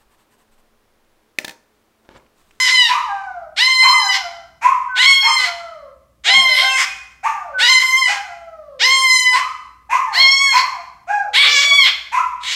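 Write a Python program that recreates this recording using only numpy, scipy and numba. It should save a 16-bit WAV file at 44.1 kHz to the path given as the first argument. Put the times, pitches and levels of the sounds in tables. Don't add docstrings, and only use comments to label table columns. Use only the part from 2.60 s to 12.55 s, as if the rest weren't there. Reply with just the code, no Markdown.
import sys
import numpy as np
from scipy import signal
from scipy.fft import rfft, irfft
from scipy.io import wavfile
from scipy.ndimage import uniform_filter1d, minimum_filter1d
from numba import njit

SR = 44100
rng = np.random.default_rng(int(sys.argv[2]) if len(sys.argv) > 2 else 0)


def output_pcm(signal):
    pcm = np.clip(np.atleast_2d(signal).T, -1, 1) * 32767
    wavfile.write(sys.argv[1], SR, np.round(pcm).astype(np.int16))


def nominal_scale(level):
    x = np.asarray(level, float) / 20
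    return 10 ** x


N = 438794
TIME = np.arange(N) / SR


def band(x, lo_hz, hi_hz, order=3):
    return signal.sosfilt(signal.butter(order, [lo_hz, min(hi_hz, .45 * SR)], "band", fs=SR, output="sos"), x)


def unit(x):
    return x / np.sqrt(np.mean(x ** 2))


def colour(x, points):
    hz, db = np.transpose(points)
    log_hz = np.log(np.fft.rfftfreq(2048, 1 / SR) + 1)
    cepstrum = irfft(np.interp(log_hz, np.log(hz), db) * np.log(10) / 20)
    cepstrum[1:1024] *= 2
    cepstrum[1025:] = 0
    response = irfft(np.exp(rfft(cepstrum)))[:1024]
    return signal.fftconvolve(x, response)[:len(x)]


def play(calls, rise_s, fall_s):
    rows = np.concatenate(calls)
    gate = 0
    for c in calls:
        nearest_end = np.minimum((TIME - c[0][0]) / rise_s, (c[-1][0] - TIME) / fall_s)
        gate = gate + np.clip(nearest_end, 0, 1)
    return [np.interp(TIME, rows[:, 0], column) for column in rows.T[1:]], gate


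def walk(rate):
    k = int(SR / rate)
    levels = np.repeat(rng.standard_normal(N // k + 1), k)
    return unit(uniform_filter1d(uniform_filter1d(levels, k), k)[:N])


def cry(held, beak, rasp):
    start, (end, _, db) = held[0][0], held[-1]
    rasp_s, _, swell_db, hz = rasp
    swell = (end + rasp_s / 2, hz, db + swell_db)
    last = (end + rasp_s, hz, db + swell_db - 9.5)

    def drift(s, ends):
        return np.interp(s, [max(start, 0), end], ends)

    return [(*row, drift(row[0], beak[:2]), drift(row[0], beak[2:4]), beak[4]) for row in [*held, swell, last]]


def lost_beat(hz, cries, rasps):
    # (from t/s, to t/s, chaos 0-1, strong-weak pairing 0-1)
    slips = [(0, .06, .08, .1), (.06, .11, .18, .1), (.11, .29, .03, 0), (2.425, 2.445, .2, 0),
             (2.79, 2.85, .1, .35), (3.63, 3.705, .17, .45), (3.738, 3.752, .12, 0),
             (3.88, 3.955, .03, .15), (3.955, 4.045, .18, .2), (4.045, 4.172, .04, .3),
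             (5.05, 5.085, .08, .2), (5.2, 5.235, .2, 0), (6.732, 6.762, .07, .4), (7.59, 7.63, .06, .1),
             (8.76, 8.83, .3, .3), (8.83, 8.885, .2, .5), (8.89, 9.0, .045, .7), (9.0, 9.045, .17, .3),
             (9.79, 9.9, 1, 0)]
    chaos = np.clip((960 - hz) / 1800, .0006, .16)
    double = np.clip((1000 - hz) / 500, 0, .4)
    spans = []
    for c, (rasp_s, wild, *_) in zip(cries, rasps):
        end = c[-1][0]
        stop = end + rasp_s + .01
        spans.append((end, stop, .4 * wild, .18))
        spans.append((end + .35 * rasp_s, stop, wild, 0))
    for start, stop, wild, pair in spans + slips:
        inside = (TIME >= start) & (TIME < stop)
        chaos[inside], double[inside] = wild, pair
    chaos, double = uniform_filter1d(chaos, size=900), uniform_filter1d(double, size=900)
    return chaos * nominal_scale(3 * walk(70)), double


@njit
def syrinx(hz, chaos, double, chance, stray, scatter):
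    out, phase, k = np.zeros(len(hz) + 16), 0., 0
    for i in range(len(hz)):
        step = hz[i] * np.exp(stray * (chaos[i] * chance[k, 0] + double[i] * (k % 2 - .5) / 4)) / SR
        phase += step
        if phase >= 1:
            phase, k = phase - 1, k + 1
            size = np.exp(scatter * chaos[i] * chance[k, 1]) * (1 + double[i] * (2 * (k % 2) - 1))
            for j in range(16):
                d = j - 8 + phase / step
                out[i + j] += size * np.sinc(.85 * d) * (.5 + .5 * np.cos(np.pi * d / 8.5))
    return out[8:len(hz) + 8]


def cockatoo():
    # (t/s, clicks a second f/Hz, level/dB)
    cries = [
        [(-.2, 1028, -7), (.095, 1008, -10.5), (.114, 1029, -12.5), (.206, 1006, -9.5), (.29, 893, -14.5)],
        [(.96, 1034, -9), (1.326, 1040, -12.5), (1.486, 1023, -12.5), (1.525, 985, -16.5)],
        [(2.35, 1035, -10), (2.48, 1098, -6.5), (2.636, 1080, -12), (2.79, 1031, -12.5)],
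        [(3.635, 1008, -11), (3.73, 1028, -10), (3.753, 1081, -8), (3.953, 1013, -12.5), (3.98, 1052, -12),
         (4.172, 1048, -13.5)],
        [(4.98, 1035, -5), (5.065, 1011, -9.5), (5.09, 1051, -4), (5.196, 1013, -9.5), (5.248, 1035, -11),
         (5.408, 1041, -8.5), (5.48, 980, -11.5)],
        [(6.19, 1040, -7.5), (6.294, 1078, -8), (6.586, 1019, -8), (6.74, 998.6, -11)],
        [(7.52, 1048, -10), (7.63, 1075, -8), (7.83, 1112, -9.5), (7.95, 1054, -13.5)],
        [(8.73, 1119, -2), (8.912, 1175, -16.5), (8.982, 1139, -13.5), (9.17, 1143, -12), (9.24, 1041, -14)],
        [(9.8, 982, -36.5), (9.9, 974, -24)],
    ]
    # (third partial first and last level/dB,
    # fourth partial first and last level/dB, upper partials level/dB)
    beaks = [(-9.5, -5.5, -18.5, -9, -11), (-4, -9, 1.5, -1.5, -11.5), (-6, -11.5, -10.5, -2, -13),
             (-5, -10.5, -18.5, -21.5, -13.5), (-13, -9.5, -7, -8, -12.5), (-9, -15.5, -10.5, -5.5, -10.5),
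             (-7.5, -16.5, -2, -1, -12), (-6.5, -1.5, -4, -12, -11), (-2, -2.5, -5.5, 0, -4)]
    # (length t/s, chaos 0-1, swell level/dB, clicks a second f/Hz)
    rasps = [(.035, .3, -7.5, 800), (0.059, .5, 3.5, 1030), (.11, .65, -1, 1000), (.083, .7, 5, 1040),
             (.11, .7, -7.5, 1000), (.075, .5, -4, 990), (.075, .45, 3, 1060), (.065, 0.7, 1, 1100),
             (.08, 0.8, 0, 981)]
    # (catch t/s, drag t/s, depth f/Hz)
    catches = [
        (1.135, .05, 12),
        (2.45, .06, 65),
        (5.085, .05, 50),
        (6.291, 0.038, 30),
        (6.5, 0.06, 12),
        (6.601, .05, 8),
        (7.791, .05, 13),
        (9.13, .06, 15),
    ]
    # (f/Hz, level/dB)
    throat = [(500, -19), (1050, -13), (1600, -3), (2100, 2), (2650, -14), (3300, -6), (4300, -5),
              (5300, -11), (6300, -15.5), (7800, -19), (9300, -28.5), (10500, -32), (13000, -38.5),
              (15500, -42.5)]

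    calls = [cry(*parts) for parts in zip(cries, beaks, rasps)]
    (hz, db, third_db, fourth_db, hiss_db), gate = play(calls, 0.0043, 0.0097)
    starts = np.array([c[0][0] for c in cries])
    age = TIME - starts[np.searchsorted(starts, TIME, side="right") - 1]
    hz = hz * (1 - .44 * np.exp(-(age / .035) ** 1.5))
    for s, drag_s, depth_hz in catches:
        hz = hz - depth_hz * np.interp(TIME, [s - drag_s, s, s + .012], [0, 1, 0])
    db = db - 31.5 * np.exp(-age / 0.015)

    chaos, double = lost_beat(hz, cries, rasps)
    wobble = 1 + .005 * walk(28) + .0025 * walk(70) + .001 * walk(150)
    clicks = syrinx(hz * wobble, chaos, double, rng.standard_normal((N // 20, 2)), .25, .4)
    breath = nominal_scale(-60) * (1 + 300 * chaos) * rng.standard_normal(N)
    voice = unit(colour(unit(clicks - clicks.mean()) + breath, throat))

    low = band(voice, 230, 2120, order=2)
    third = nominal_scale(third_db + 3.34 * walk(12) + 10) * band(voice, 2333, 4004)
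    fourth = nominal_scale(fourth_db + 3.34 * walk(12) + 1) * band(voice, 4050, 4573)
    edges = 4750 * 1.28 ** np.arange(6)
    hiss = 0
    for k in range(5):
        hiss = hiss + (-1) ** k * nominal_scale(4.3 * walk(16)) * band(voice, *edges[k:k + 2])
    beak = third - fourth
    return nominal_scale(db - 2) * gate * (low - beak - nominal_scale(hiss_db + 8) * hiss) + whistles(wobble)


def still_room():
    # (f/Hz, level/dB)
    air_colour = [(30, -26), (52, 0), (80, -8), (130, -10), (220, -13), (400, -21), (1000, -28),
                  (4000, -36), (10000, -38), (15500, -40)]
    air = unit(colour(rng.standard_normal(N), air_colour)) * nominal_scale(-61)
    hum = nominal_scale(-58 + 1.5 * walk(3.3)) * np.sin(2 * np.pi * 59.7 * TIME)
    return air + hum


def yelp(row, shape, howl):
    s, top_hz, db, held_s, second_db = row
    jump_s, fade = shape
    top_after_s = .045
    rows = [(s, .77 * top_hz, db - 22.5),
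            (s + jump_s, 0.99 * top_hz, db),
            (s + jump_s + top_after_s, top_hz, db - fade * top_after_s),
            (s + held_s, 0.96 * top_hz, db - fade * (held_s - jump_s)), *howl]
    out = []
    for t, hz, first_db in rows:
        mouth_db = 14.5 * np.exp(-((2 * hz - 1440) / 300) ** 2)
        out.append((t, hz, first_db, first_db + second_db + mouth_db))
    return out


def dog():
    # (t/s, top pitch f/Hz, peak level/dB, held t/s, second partial against first level/dB)
    yelps = [(.27, 1028, -18, .18, -18), (1.22, 1026, -15.5, .13, -16), (2.015, 1067, -14, .155, -19),
             (2.179, 1060, -42, .17, -16.5), (2.62, 1008, -19, .16, -12), (3.66, 795, -25, .11, -23.5),
             (3.99, 790.6, -27.5, .2, -10), (4.629, 903, -18, .09, -18.5), (5.47, 822.4, -26, .13, -17),
             (6.71, 1062, -18.5, .2, -23), (7.29, 1051, -14, .13, -19.5), (7.92, 1015, -17, .15, -22),
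             (8.47, 831.8, -20.5, .13, -16), (9.515, 1047, -17, .2, -19)]
    # (jump t/s, fade dB/s)
    shapes = [(.04, 134), (.033, 123.5), (.042, 135.5), (0.02014, 24), (.044, 194), (.038, 247), (.05, 204),
              (.025, 255.5), (.027, 115.5), (.05, 248), (.045, 194), (.032, 180), (.035, 45),
              (0.032, 160.5)]
    # (t/s, pitch f/Hz, level/dB)
    howls = [
        [(.498, 812, -28.5), (.696, 746.6, -40), (.864, 618, -46.5), (.95, 644, -81)],
        [(1.46, 783, -31), (1.578, 786, -40), (1.644, 696, -41), (1.92, 649, -68)],
        [],
        [],
        [(2.85, 707.4, -42), (3.104, 653.7, -46), (3.282, 524, -47), (3.38, 525, -70)],
        [(3.83, 666, -46), (3.97, 569, -39.5)],
        [],
        [(4.862, 674, -47), (4.92, 560, -42.5), (5.0, 532, -42)],
        [(5.68, 701, -50), (5.93, 646, -46), (6.2, 506, -46.5), (6.326, 494.4, -43.5), (6.51, 547, -60),
         (6.7, 537, -80.5)],
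        [],
        [(7.492, 882, -27), (7.558, 697, -44.5), (7.7, 651, -52)],
        [(8.182, 691, -46), (8.25, 687, -68)],
        [(8.63, 718.4, -42.5), (8.706, 499.6, -52), (8.95, 459, -50.5), (9.084, 682, -45), (9.2, 622.5, -52)],
        [],
    ]
    calls = [yelp(*parts) for parts in zip(yelps, shapes, howls)]
    (hz, first_db, second_db), gate = play(calls, 0.0071, 0.013)
    strain = np.clip((hz - 850) / 150, 0, 1)
    shaken_hz = hz * (1 + .006 * walk(40) + .045 * strain * walk(120))
    turn = 2 * np.pi * np.cumsum(shaken_hz) / SR
    second_third = np.sin(2 * turn) + nominal_scale(-18.5) * np.sin(3 * turn)
    upper = sum(np.sin(k * turn) * np.sin(np.pi * k / 14) ** 2 for k in range(4, 14))
    voice = nominal_scale(first_db) * np.sin(turn) + nominal_scale(second_db - 0.5) * second_third
    voice = voice + nominal_scale(first_db - 39.5) * (1 - strain) * upper
    return (gate * voice + split_tone()) * nominal_scale(2.0 * strain * walk(90)) + puffs(turn)


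def puffs(turn):
    # (t/s, peak level/dB)
    puff_times = [(0.2859, -14), (1.2223, -15), (2.019, -14.5), (2.6274, -16.5), (4.6368, -17),
                  (5.4716, -15.5), (6.7333, -16.5), (7.3022, -12.5), (7.9216, -10.5), (8.4751, -26),
                  (9.5226, -15)]
    # (f/Hz, level/dB)
    muzzle = [(250, -27.5), (500, -18), (1000, 5), (1700, 0), (2100, 5.5), (2500, 7.5), (3100, -12.5),
              (3700, -14), (4700, -17.5), (6500, -10), (9000, -22), (15000, -35)]
    blow = 0
    for s, peak_db in puff_times:
        age = np.maximum(TIME - s + 0.01, 0)
        blow = blow + nominal_scale(peak_db) * (age / 0.035 * np.exp(1 - age / 0.034)) ** 2
    bursts = rng.standard_normal(N) * (1 + np.cos(turn))
    return nominal_scale(-15.5) * blow * unit(colour(bursts, muzzle)) * nominal_scale(walk(150))


def split_tone():
    # (t/s, length t/s, pitch f/Hz, level/dB)
    splits = [
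        (0.334, 0.054, 1225, -21.5),
        (1.275, 0.098, 1224, -26),
        (2.085, 0.041, 1232, -26.5),
        (2.673, 0.032, 1235, -18.5),
        (4.656, 0.028, 1226, -18),
        (6.816, 0.081, 1268, -31.5),
        (7.352, 0.038, 1217, -21.5),
        (7.998, 0.07, 1165, -26.5),
        (9.572, 0.034, 1303, -21.5),
    ]
    out = 0
    shake = 0.024 * walk(110)
    for s, length, hz, db in splits:
        age = np.clip((TIME - s) / length, 0, 1)
        glide = hz * (1 - 0.2 * np.exp(-age / 0.24) + shake)
        out = out + nominal_scale(db) * np.sin(np.pi * age) ** .5 * np.sin(2 * np.pi * np.cumsum(glide) / SR)
    return out


def whistle_rows(s, length, from_hz, to_hz, db):
    return [(s + k * length, from_hz + k * (to_hz - from_hz), db + drop_db)
            for k, drop_db in ((0, -12), (0.4, 0), (1, -19))]


def whistles(wobble):
    # (t/s, length t/s, first pitch f/Hz, last pitch f/Hz, peak level/dB)
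    tones = [
        (2.28, 0.22, 1534, 1441, -18),
        (3.72, .16, 197, 178.4, -36),
        (4.07, 0.17, 2760, 2410, -18),
        (4.23, .2, 2480, 2470, -30),
        (4.23, .2, 2495, 2460, -30),
        (4.931, 0.16, 1521, 1450, -15),
        (7.85, .11, 1800, 1510, -25),
    ]
    (hz, db), gate = play([whistle_rows(*tone) for tone in tones], 0.022, 0.012)
    return gate * nominal_scale(db) * np.sin(2 * np.pi * np.cumsum(hz * wobble) / SR)


def room(x, wet_db, gap_s):
    # (octave centre f/Hz, t/s)
    octaves = [(500, .7), (1000, .75), (2000, .68), (4000, .6), (8000, .62), (13000, .62)]
    t = np.arange(SR) / SR
    noise = rng.standard_normal(SR)
    tail = sum(band(noise, hz / 1.414, hz * 1.414, order=4) * nominal_scale(-60 * t / t60) for hz, t60 in octaves)
    tail *= np.clip(t / gap_s, 0, 1) ** 2 * (1 + 1.46 * nominal_scale(-60 * t / .2))
    tail /= np.sqrt(np.sum(tail ** 2))
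    return x + nominal_scale(wet_db) * signal.fftconvolve(x, tail)[:N]


def scene():
    bird = room(cockatoo(), -4, 0.00067)
    far_dog = nominal_scale(5.5) * room(dog(), 0.84, 0.012)
    return (bird + far_dog + still_room())[None]


def band_limit(x):
    return signal.sosfilt(signal.butter(12, 15680, fs=SR, output="sos"), x)


def record(dry):
    need = np.minimum(1, .97 / (np.abs(dry) + 1e-9))
    held = dry * uniform_filter1d(minimum_filter1d(need, size=181), size=90)
    mix = signal.sosfilt(signal.ellip(8, .2, 70, 15750, fs=SR, output="sos"), held)
    return band_limit(mix)


dry = scene()
out = record(dry)
output_pcm(out)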